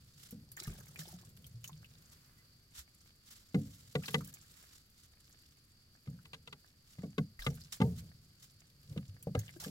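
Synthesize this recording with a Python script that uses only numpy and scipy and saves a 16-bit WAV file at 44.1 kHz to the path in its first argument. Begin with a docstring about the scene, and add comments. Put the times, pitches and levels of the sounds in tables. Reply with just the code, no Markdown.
"""A soft brush of a hand and a hollow boom come first: potatoes are being rinsed over ferns, with water
tipped from a big plastic bottle. Its flexing walls crack and excite damped modes, while the water
inside sloshes and gulps air. The stream trickles over skin and peel as trapped bubbles resonate,
and drops tick on the leaves. Wet hands rub by stick-slip friction and set the potatoes down with
dull thuds, over a faint rumble and hiss."""
import sys
import numpy as np
from scipy import signal
from scipy.fft import rfft, irfft, next_fast_len
from scipy.io import wavfile

SR = 44100
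rng = np.random.default_rng(int(sys.argv[2]) if len(sys.argv) > 2 else 0)


def generate_wav(sig):
    """Save sig (samples, or channels by samples) to the path in sys.argv[1] as 16-bit PCM at SR."""
    pcm = np.round(np.clip(np.atleast_2d(sig).T, -1, 1) * 32767).astype(np.int16)
    wavfile.write(sys.argv[1], SR, pcm)


N = 427769

# Spectra of the air, wet rubbing, dragging skin and sloshing water: frequency_hz, relative_db
AIR_SPECTRUM = [(20, -2), (100, 4), (230, -6), (430, -16), (900, -26), (1300, -20), (16000, -28.5)]
RUB_SPECTRUM = [(400, -13), (900, -10), (1300, 0), (2500, -4), (3200, 1), (7600, 1), (10500, -5),
                (11700, -1), (13000, -5), (16000, -7.5)]
DRAG_SPECTRUM = [(950, -13), (1280, -5), (3500, -14.5)]
SLOSH_SPECTRUM = [(25, -29.5), (60, 0), (150, 8), (230, -10), (340, -21), (500, -18), (900, -35.5)]
# Narrow hisses in the background: centre_hz, level_db
HISS_BANDS = [(4630, -73), (11550, -85.5)]
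# Potatoes set down on the ferns: start_s, peak_db
SET_DOWNS = [(2.785, -51.5), (7.978, -47)]
# Hand strokes over peel and ferns, skin drags, fingertip squeaks: middle_s, half_length_s, level_db
HAND_STROKES = [(0.237, 0.08, -56.5), (1.108, 0.05, -61.5), (2.13, 0.018, -58.5), (2.782, 0.036, -51),
                (3.326, 0.061, -56), (3.72, 0.24, -62), (4.102, 0.12, -56.5), (4.55, 0.15, -64.5),
                (4.755, 0.054, -62.5), (5.01, 0.054, -63), (6.95, 0.11, -67.5), (7.985, 0.021, -50),
                (8.439, 0.042, -61.5)]
SKIN_DRAGS = [(2.2, 0.32, -69.5), (4.6, 0.13, -67.5)]
FINGER_SQUEAKS = [(2.4, 0.022, -69)]
# Water splats on the leaves: start_s, level_db, t60_s
LEAF_SPLATS = [(0.99, -43, 0.15), (1.642, -50.5, 0.12), (7.722, -38.5, 0.14), (9.599, -45.5, 0.29),
               (9.638, -45, 0.08)]
# Drops on the leaves and larger bubbles in the cupped hand: start_s, relative_peak_db, pitch_hz
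LEAF_DROPS = [(0.3082, -41.5, 11740), (0.5173, -39.5, 11600), (0.5672, -41, 7060), (1.4662, -44, 12300),
              (1.6415, -40.5, 6800), (1.6767, -36, 6540), (4.2742, -42, 11600), (4.3395, -40.5, 7040),
              (9.226, -40.5, 11300), (9.3915, -31.5, 6520)]
HAND_PLINKS = [(0.573, -43, 1770), (0.591, -51.5, 1260), (0.807, -52.5, 1400), (0.959, -42, 2300),
               (1.055, -49, 3400), (1.085, -58, 830), (1.235, -63, 990), (1.443, -50, 3130),
               (1.643, -41, 2870), (1.694, -49, 960), (1.73, -52.5, 3460), (1.845, -47, 2720),
               (4.036, -41.5, 2560), (4.059, -36, 4270), (4.208, -45, 1260), (6.189, -58, 1410),
               (7.392, -41.5, 1950), (7.422, -39.5, 3720), (7.6156, -45, 4650), (9.4804, -46, 2870),
               (9.492, -46.5, 2020)]
# Gushes from the tipped bottle hit the hand: start_s, level_db
POURS = [(0.565, -54), (0.975, -61.5), (4.02, -53), (7.388, -55.5), (9.37, -60.5), (9.6, -56)]
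# Water gathers in the cupped hand, or sways in the swung bottle: middle_s, half_length_s, level_db
HAND_GURGLES = [(0.66, 0.17, -66.5), (1.07, 0.16, -65.5), (9.62, 0.048, -50.5)]
BOTTLE_SWAYS = [(1.1, 0.98, -59), (8.94, 0.047, -51.5), (9.45, 0.61, -60.5)]
# Air gulps into the bottle: start_s, level_db, pitch_hz, t60_s
AIR_GULPS = [(0.675, -40, 40.6, 0.27), (0.993, -39.5, 156, 0.2), (1.141, -40.5, 171, 0.17),
             (1.543, -42.5, 114.7, 0.42), (1.719, -44, 152, 0.29), (7.391, -43, 37.4, 0.61),
             (7.811, -28.5, 857, 0.1), (9.087, -39, 95, 0.22), (9.372, -24.5, 100, 0.15)]
# Flexes of the bottle wall; wall and crack are relative to the boom, before their trims:
# start_s, boom_db, boom_hz, wall_db, crack_db, ring_time_ratio
WALL_FLEXES = [(0.325, -41, 177, -20, -31, 1.1), (0.673, -32.5, 126.7, -27.5, -19, 0.91),
               (3.544, -21.5, 168.1, -15, -20, 1.12), (3.952, -27, 148, -6.5, -8, 0.77),
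               (4.142, -27.5, 158.9, -9, 0, 1.05), (6.071, -32.5, 138.3, -32, -27, 1.3),
               (6.985, -36.5, 144, -25, -24, 0.42), (7.034, -34.5, 166.6, -12.5, -24, .8),
               (7.18, -24, 161.5, -9.5, -12.5, .65), (7.464, -28, 134.6, -10.5, -3.5, 1.1),
               (7.802, -24, 181.2, -15.5, -19.5, 0.56), (7.815, -19, 140, -16, -16, 1.4),
               (8.962, -30.5, 153.4, -14, -30, 0.65), (9.27, -29.5, 156.6, -9.5, -32, 0.49),
               (9.349, -29.5, 128.7, -4, -10, 0.61), (9.662, -37, 170, -12.5, -33, 1.1)]
# Small creases that pop and hardly move the water: start_s, reference_db
CRINKLES = [(4.081, -43.5), (6.253, -58.5), (6.332, -50.5), (6.342, -52.5), (6.474, -52.5), (6.526, -51),
            (8.975, -53.5)]
# Modes of the filled bottle: ratio_to_boom_pitch, relative_db, base_t60_s
BOOM_MODES = [(.58, -17, 0.4), (.84, -8.5, 0.31), (0.999, -1.5, 0.2), (1.239, -8, 0.3), (1.62, -14.5, 0.29)]
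# Modes of the bare wall, lowered by WALL_TUNING: base_hz, relative_db, base_t60_s
WALL_MODES = [(282.3, 1, 0.13), (452, 4, 0.14), (520, 1.5, 0.15), (605, -7, 0.16), (800, -7, 0.14)]
# Upper resonances of the plastic: centre_hz, relative_db
CRACK_RESONANCES = [(690, -12), (990, 6.5), (1200, 14.5), (1430, 10.5), (1600, 8.5), (2020, 13.5),
                    (2340, 0.5), (2670, -18), (3500, -7.5)]
# Spectrum of the bright snap of a crease: frequency_hz, relative_db
SNAP_SPECTRUM = [(2100, -15), (2700, -0.5), (3900, -5.5), (5700, -22.5), (7000, -19.5), (14000, -33)]

EAR_LAG_S, CUTOFF_HZ = 0.00017, 15900
WALL_PAN_DB, CRACK_PAN_DB, HAND_PAN_DB = 1.5, 3.5, -1.5  # left minus right
GUSH_RISE_S, DRIBBLE_RISE_S, TYPICAL_GUSH_DB = 0.013, 0.069, -56
BUBBLE_RANGE_DB, BUBBLE_GLIDE = 28, 0.14
STRAYS_PER_S, STRAY_PEAK_DB = 55, -37.5  # rate and greatest peak in a typical gush
STRAY_LOW_HZ, STRAY_HIGH_HZ = 4260, 12900
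SAG_SHARE, SAG_S, WAVER_SHARE, WAVERS_PER_S = 0.068, 0.047, 0.07, 90
CREASE_RISE_S, CRACK_WIDTH_HZ, CRACK_DETUNE = 0.003, 82, 0.036
WALL_TUNING, WALL_TRIM_DB, CRACK_TRIM_DB, SNAP_TRIM_DB = 0.9, 7.5, -12.5, 6
REBOUND_S, REBOUND_DB = 0.02624, -8.5  # the wall springs back; level relative to the boom
BOTTLE_LOW_HZ = 44.7  # the bottle's sound is cut below this


def from_db(db):
    """Amplitude grows tenfold with every 20 dB."""
    return 10 ** (np.asarray(db) / 20)


def unit_rms(x):
    """Normalisation to a mean power of 1."""
    return x / np.sqrt(np.mean(x ** 2) + 1e-20)


def add(out, start_s, sound):
    """Superposition: a sound adds to the mix from its start time."""
    start = max(round(start_s * SR), 0)
    out[:, start:start + sound.shape[-1]] += sound[..., :N - start]


def drift(per_s):
    """Random modulation: a line through chance values, rms 1."""
    knots = rng.standard_normal(4000)
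    return unit_rms(np.interp(np.arange(N) / SR * per_s, np.arange(len(knots)), knots))


def wobble(t, per_s, count):
    """Independent random modulations, each of spread about 1."""
    knots = rng.standard_normal((count, 64))
    return np.array([np.interp(t * per_s, np.arange(len(row)), row) for row in knots])


def struck(t, rise_s, t60_s):
    """Damping: after a quick rise, amplitude decays exponentially."""
    return (1 - np.exp(-t / rise_s)) * from_db(-60 * t / t60_s)


def swells(rows):
    """Gaussian envelopes add into one smooth amplitude curve."""
    clock = np.arange(0, N, 20) / SR
    level = sum(from_db(db) * np.exp(-np.minimum(((clock - middle_s) / half_s) ** 2, 20))
                for middle_s, half_s, db in rows)
    return np.interp(np.arange(N) / SR, clock, level)


def surges(rows, rise_s, t60_s):
    """Damped envelopes, one for each (start_s, level_db), add into one amplitude curve."""
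    clock = np.arange(0, N, 20) / SR
    level = sum(from_db(db) * struck(np.maximum(clock - start_s, 0), rise_s, t60_s)
                for start_s, db in rows)
    return np.interp(np.arange(N) / SR, clock, level)


def coloured(x, spectrum):
    """Spectral shaping: each frequency is weighted by a gain curve; rms 1."""
    size = next_fast_len(x.shape[-1])
    hz, level_db = np.transpose(spectrum)
    gain = from_db(np.interp(np.log(np.fft.rfftfreq(size, 1 / SR) + 1), np.log(hz), level_db))
    return unit_rms(irfft(rfft(x, size) * gain, size)[..., :x.shape[-1]])


def resonate(x, hz, q):
    """A resonator passes a band of width hz / q."""
    return signal.lfilter(*signal.iirpeak(hz, q, fs=SR), x)


def panned(pan_db):
    """Interaural level difference, as left and right gains."""
    return from_db(pan_db * np.array([[.5], [-.5]]))


def at_ears(x):
    """Interaural time difference: sound arrives on the left a little before the right."""
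    n = np.arange(len(x))
    return np.array([x, np.interp(n - EAR_LAG_S * SR, n, x, left=0)])


def stereo_noise(spectrum, size, apart_hz):
    """Interaural coherence: noise is alike in the bass and mostly unrelated above apart_hz."""
    highpass = signal.butter(1, apart_hz, "high", fs=SR, output="sos")
    separate = signal.sosfilt(highpass, rng.standard_normal((2, size)))
    shared = at_ears(rng.standard_normal(size))
    shared -= .5 * signal.sosfilt(highpass, shared)
    return coloured(shared + separate, spectrum)


def scattered(x, wet_db, t60_s):
    """Early reflections from hand, bottle and ground follow the direct sound."""
    t = np.arange(SR // 20) / SR
    response = rng.standard_normal((2, len(t))) * from_db(-60 * t / t60_s) * (t > .0006)
    response /= np.sqrt(np.sum(response ** 2, axis=1, keepdims=True))
    return at_ears(x) + from_db(wet_db) * signal.oaconvolve(x[None], response, axes=1)[:, :len(x)]


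def bubble(t, hz, cycles, glide):
    """Bubble resonance: trapped air rings down and rises in pitch as it nears the surface."""
    age = t * hz / cycles
    return np.sin(2 * np.pi * hz * t * (1 + glide * np.minimum(age, 1))) * from_db(-60 * age)


def swarm(per_s, low_hz, octaves, tilt_db, cycles):
    """A Poisson process: bubbles ring at random on both sides of the hand, with reflections; rms 1."""
    births = np.flatnonzero(rng.random(N) < per_s / SR)
    direct, t = np.zeros((2, N)), np.arange(SR // 25) / SR
    for at, (pitch, softness, place) in zip(births, rng.random((len(births), 3))):
        note = bubble(t, low_hz * 2 ** (octaves * pitch), cycles, BUBBLE_GLIDE)
        gain = from_db(tilt_db * pitch - BUBBLE_RANGE_DB * softness) / np.sqrt(per_s[at])
        add(direct, at / SR, gain * panned(14 * (place - .5)) * at_ears(note))
    reflected = scattered(direct.mean(axis=0), wet_db=9, t60_s=.04)
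    return unit_rms(unit_rms(direct) + unit_rms(reflected))


def air():
    """Ambient noise: a faint broadband rumble and hiss, with two high bands that waver in level."""
    out = from_db(-67.5) * stereo_noise(AIR_SPECTRUM, N, apart_hz=820)
    for hz, db in HISS_BANDS:
        q = hz / 650
        band = resonate(resonate(rng.standard_normal((2, N)), hz, q), hz, q)
        out += from_db(db + 1.5 * drift(per_s=19)) * unit_rms(band)
    return out


def thuds():
    """Damped impact: soft ground takes the weight of a potato with one low tone."""
    out, t = np.zeros((2, N)), np.arange(SR // 4) / SR
    thud = at_ears(np.sin(2 * np.pi * 67.6 * t) * struck(t, rise_s=0.004, t60_s=0.17))
    for start_s, peak_db in SET_DOWNS:
        add(out, start_s, from_db(peak_db) * thud / np.max(np.abs(thud)))
    return out


def squeak():
    """Periodic stick-slip: a fingertip on wet peel gives a faint, unsteady tone."""
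    hz = 1980 * (1 + .012 * drift(per_s=90))
    return swells(FINGER_SQUEAKS) * at_ears(np.sin(2 * np.pi * np.cumsum(hz) / SR))


def drags():
    """Friction noise: skin judders over the peel with a soft, nasal rasp."""
    return swells(SKIN_DRAGS) * coloured(rng.standard_normal((2, N)), DRAG_SPECTRUM)


def slipping():
    """Irregular stick-slip: the level of wet rubbing comes in uneven spurts."""
    return unit_rms(from_db(3.5 * np.minimum(drift(per_s=110), 2)))


def film_pops(per_s, spread_db, hiss_db, bands):
    """Film rupture: water tears in tiny pitched pops over a smooth hiss; rms 1."""
    sizes = from_db(spread_db * np.minimum(rng.exponential(1, N), 3.5)) * rng.choice([-1, 1], N)
    clicks = sizes * (rng.random(N) < per_s / SR)
    band_of_click = rng.integers(0, bands, N)
    pops = sum(resonate(clicks * (band_of_click == band) + 1e-18, hz, q=hz / 2200)
               for band, hz in enumerate(np.linspace(1800, 15500, bands)))
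    pops = scattered(pops, wet_db=1, t60_s=.03)[::-1]  # the fingers are nearer the right ear
    return coloured(unit_rms(pops) + from_db(hiss_db) * rng.standard_normal((2, N)), RUB_SPECTRUM)


def swishes():
    """Friction and impact shape a fine spray of pops: strokes swell and fade, splats start at once."""
    level = (swells(HAND_STROKES) * slipping())[None]
    t = np.arange(SR // 2) / SR
    for start_s, level_db, t60_s in LEAF_SPLATS:
        add(level, start_s, from_db(level_db) * struck(t, 0.00081, t60_s))
    return level * film_pops(per_s=4200, spread_db=4.5, hiss_db=1, bands=8)


def wet_hands(flow_db):
    """Wet friction: fingers crackle and squelch on the peel, and the stream spatters on them."""
    wetness = surges(POURS, DRIBBLE_RISE_S, t60_s=3.1)
    grip = from_db(2.5 * np.tanh(drift(per_s=9)))  # tightens and slackens
    rub = (from_db(-73) + from_db(-16) * wetness) * grip
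    spatter = from_db(flow_db + 1.5)
    level = np.hypot(rub, spatter) * slipping()
    crackle = level * film_pops(per_s=550, spread_db=7.5, hiss_db=1.5, bands=16)
    squelches = swarm(per_s=np.full(N, 16), low_hz=1400, octaves=1.4, tilt_db=3, cycles=11)
    return crackle + rub * from_db(-10) * squelches


def stream_db():
    """Exponential run-off sets the stream's level: each pour is a gush and a long dribble."""
    gush = surges(POURS, GUSH_RISE_S, t60_s=0.94)
    dribble = from_db(-18.5) * surges(POURS, DRIBBLE_RISE_S, t60_s=4.4)
    return 20 * np.log10(gush + dribble + 1e-9)


def stray_drops(flow_db):
    """Poisson arrivals, thicker and harder in a gush: rows of start_s, peak_db, pitch_hz."""
    excess_db = flow_db - TYPICAL_GUSH_DB
    expected_count = np.cumsum(STRAYS_PER_S * from_db(excess_db)) / SR
    wait, softness, pitch = rng.random(size=(400, 3)).T
    landings = np.searchsorted(expected_count, np.cumsum(-np.log(1 - wait)))
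    peak_db = STRAY_PEAK_DB - 4 * np.minimum(-np.log(1 - softness), 2)
    pitch_hz = STRAY_LOW_HZ * (STRAY_HIGH_HZ / STRAY_LOW_HZ) ** pitch
    return [(at / SR, db + 0.45 * excess_db[at], hz)
            for at, db, hz in zip(landings, peak_db, pitch_hz) if at < N - SR // 100]


def drips(rows, cycles, glide, tick_db, gain_db=0):
    """Drop impact: a bright tick and the short note of an entrained bubble."""
    out, t = np.zeros((2, N)), np.arange(SR // 10) / SR
    onset = 1 - np.exp(-t / 0.00011)  # a very short fade-in softens each drop's tick
    for start_s, peak_db, hz in rows:
        tick = np.diff(rng.standard_normal(len(t) + 1)) * from_db(-60 * t / .012)
        note = (bubble(t, hz, cycles, glide) + from_db(tick_db) * tick) * onset
        sound = scattered(note, wet_db=2, t60_s=0.063)
        add(out, start_s, from_db(peak_db + gain_db) * sound / np.max(np.abs(sound)))
    return out


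def gurgle():
    """Larger bubbles resonate lower: a quickly damped crowd forms in the cupped hand."""
    bubbles = swarm(per_s=np.full(N, 130), low_hz=297, octaves=2.6, tilt_db=-7, cycles=14.6)
    return swells(HAND_GURGLES) * bubbles


def trickle():
    """Air entrainment: each gush makes small chirping bubbles, more of them the harder it runs."""
    level = surges(POURS, GUSH_RISE_S, t60_s=0.83)
    per_s = np.clip(300 * np.sqrt(level / from_db(TYPICAL_GUSH_DB)), 100, 1200)
    return level * swarm(per_s, low_hz=1150, octaves=2.2, tilt_db=5, cycles=42)


def slosh():
    """Forced sloshing: swings and booms stir the bottle's water into a lumpy, hollow murmur."""
    stirred = sum(surges([(start_s, boom_db)], rise_s=0.0085, t60_s=0.77 * ring)
                  for start_s, boom_db, *_, ring in WALL_FLEXES)
    level = from_db(-83.5) + swells(BOTTLE_SWAYS) + from_db(-23.5) * stirred
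    lumps = from_db(2 * drift(per_s=25))
    return level * lumps * stereo_noise(SLOSH_SPECTRUM, N, apart_hz=1500)


def glugs():
    """Bubble resonance in the bottle: each gulp of air rings and rises slightly in pitch."""
    out, t = np.zeros((2, N)), np.arange(SR // 2) / SR
    onset = 1 - np.exp(-t / 0.0026)
    for start_s, level_db, hz, t60_s in AIR_GULPS:
        note = onset * bubble(t, hz, cycles=hz * t60_s, glide=0.083)
        add(out, start_s, from_db(level_db) * at_ears(note))
    return out


def ringing(modes, t, tuning, ring, detune, rise_s):
    """Modal vibration: damped sines, frequencies scaled by tuning and decay times by ring; peak 1."""
    base, level_db, t60_s = np.transpose(modes)[:, :, None]
    mistune, strength, phase = rng.standard_normal((3, len(modes), 1))
    sag = SAG_SHARE * np.exp(-t / SAG_S)  # the strained wall rings sharp, then relaxes
    waver = WAVER_SHARE * wobble(t, WAVERS_PER_S, len(modes))  # the water shifts
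    bend = 1 + detune * mistune + sag + waver
    waves = np.sin(2 * np.pi * tuning * base * np.cumsum(bend, axis=1) / SR + np.pi * phase)
    sound = np.sum(from_db(level_db + 2 * strength) * waves * struck(t, rise_s, t60_s * ring), axis=0)
    return at_ears(sound / np.max(np.abs(sound)))


def crease(t):
    """Buckling: a crease runs across the plastic and excites resonances that shift with each grip."""
    buckling = rng.standard_normal(len(t)) * struck(t, CREASE_RISE_S, t60_s=.036)
    tunings = 1 + CRACK_DETUNE * rng.standard_normal(len(CRACK_RESONANCES))
    sound = sum(from_db(db) * resonate(buckling, hz * tuning, q=hz / CRACK_WIDTH_HZ)
                for (hz, db), tuning in zip(CRACK_RESONANCES, tunings))
    return unit_rms(at_ears(sound))


def flex(out, start_s, boom_db, boom_hz, wall_db, crack_db, snap_db, ring):
    """Impulse response of the bottle: a crack and snap, a hollow wall ring, a boom and its rebound."""
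    t = np.arange(SR // 3) / SR
    brief = t[:SR // 10]
    boom = ringing(BOOM_MODES, t, boom_hz, ring, detune=0.019, rise_s=0.0021)
    wall = ringing(WALL_MODES, t, WALL_TUNING, ring, detune=0.0433, rise_s=0.00071)
    wall *= from_db(wall_db + WALL_TRIM_DB) * panned(WALL_PAN_DB)
    crack = from_db(crack_db + CRACK_TRIM_DB) * crease(brief) * panned(CRACK_PAN_DB)
    snap = stereo_noise(SNAP_SPECTRUM, len(brief), apart_hz=2960)
    snap *= from_db(snap_db + SNAP_TRIM_DB) * struck(brief, CREASE_RISE_S, t60_s=0.027)
    rebound = ringing(BOOM_MODES, t, boom_hz, ring, detune=0, rise_s=0.0007)
    add(out, start_s, from_db(boom_db) * (boom + wall))
    add(out, start_s, from_db(boom_db) * (crack + snap))
    add(out, start_s + REBOUND_S, from_db(boom_db + REBOUND_DB) * rebound)


def bottle():
    """Radiation from a thin shell: large flexes and small crinkles, with the deepest bass cut away."""
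    out = np.zeros((2, N))
    for start_s, boom_db, boom_hz, wall_db, crack_db, ring in WALL_FLEXES:
        snap_db = 1.23 * crack_db + 3  # the harder the crack, the brighter
        flex(out, start_s, boom_db, boom_hz, wall_db, crack_db, snap_db, ring)
    for start_s, db in CRINKLES:
        flex(out, start_s, boom_db=db - 2, boom_hz=140.7, wall_db=-10, crack_db=2, snap_db=12.5, ring=1)
    return signal.sosfilt(signal.butter(2, BOTTLE_LOW_HZ, "high", fs=SR, output="sos"), out)


def scene():
    """Superposition of hands, water and bottle, close by, over the ambient noise."""
    flow_db = stream_db()
    ticks = drips(LEAF_DROPS, cycles=19.7, glide=0.017, tick_db=-11.5, gain_db=5.0)
    plinks = drips(HAND_PLINKS, cycles=18, glide=0.064, tick_db=-18, gain_db=3.5)
    hands = (wet_hands(flow_db) + drags() + squeak() + swishes() + ticks) * panned(HAND_PAN_DB)
    water = glugs() + slosh() + trickle() + gurgle() + plinks
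    mix = hands + water + bottle() + thuds() + air()
    strays = drips(stray_drops(flow_db), cycles=24, glide=0.029, tick_db=-6.5)
    return mix + strays


def record(dry):
    """Low-pass filtering: the highest treble is cut steeply."""
    return signal.sosfilt(signal.ellip(10, .1, 80, CUTOFF_HZ, fs=SR, output="sos"), dry)


dry = scene()
out = record(dry)
generate_wav(out)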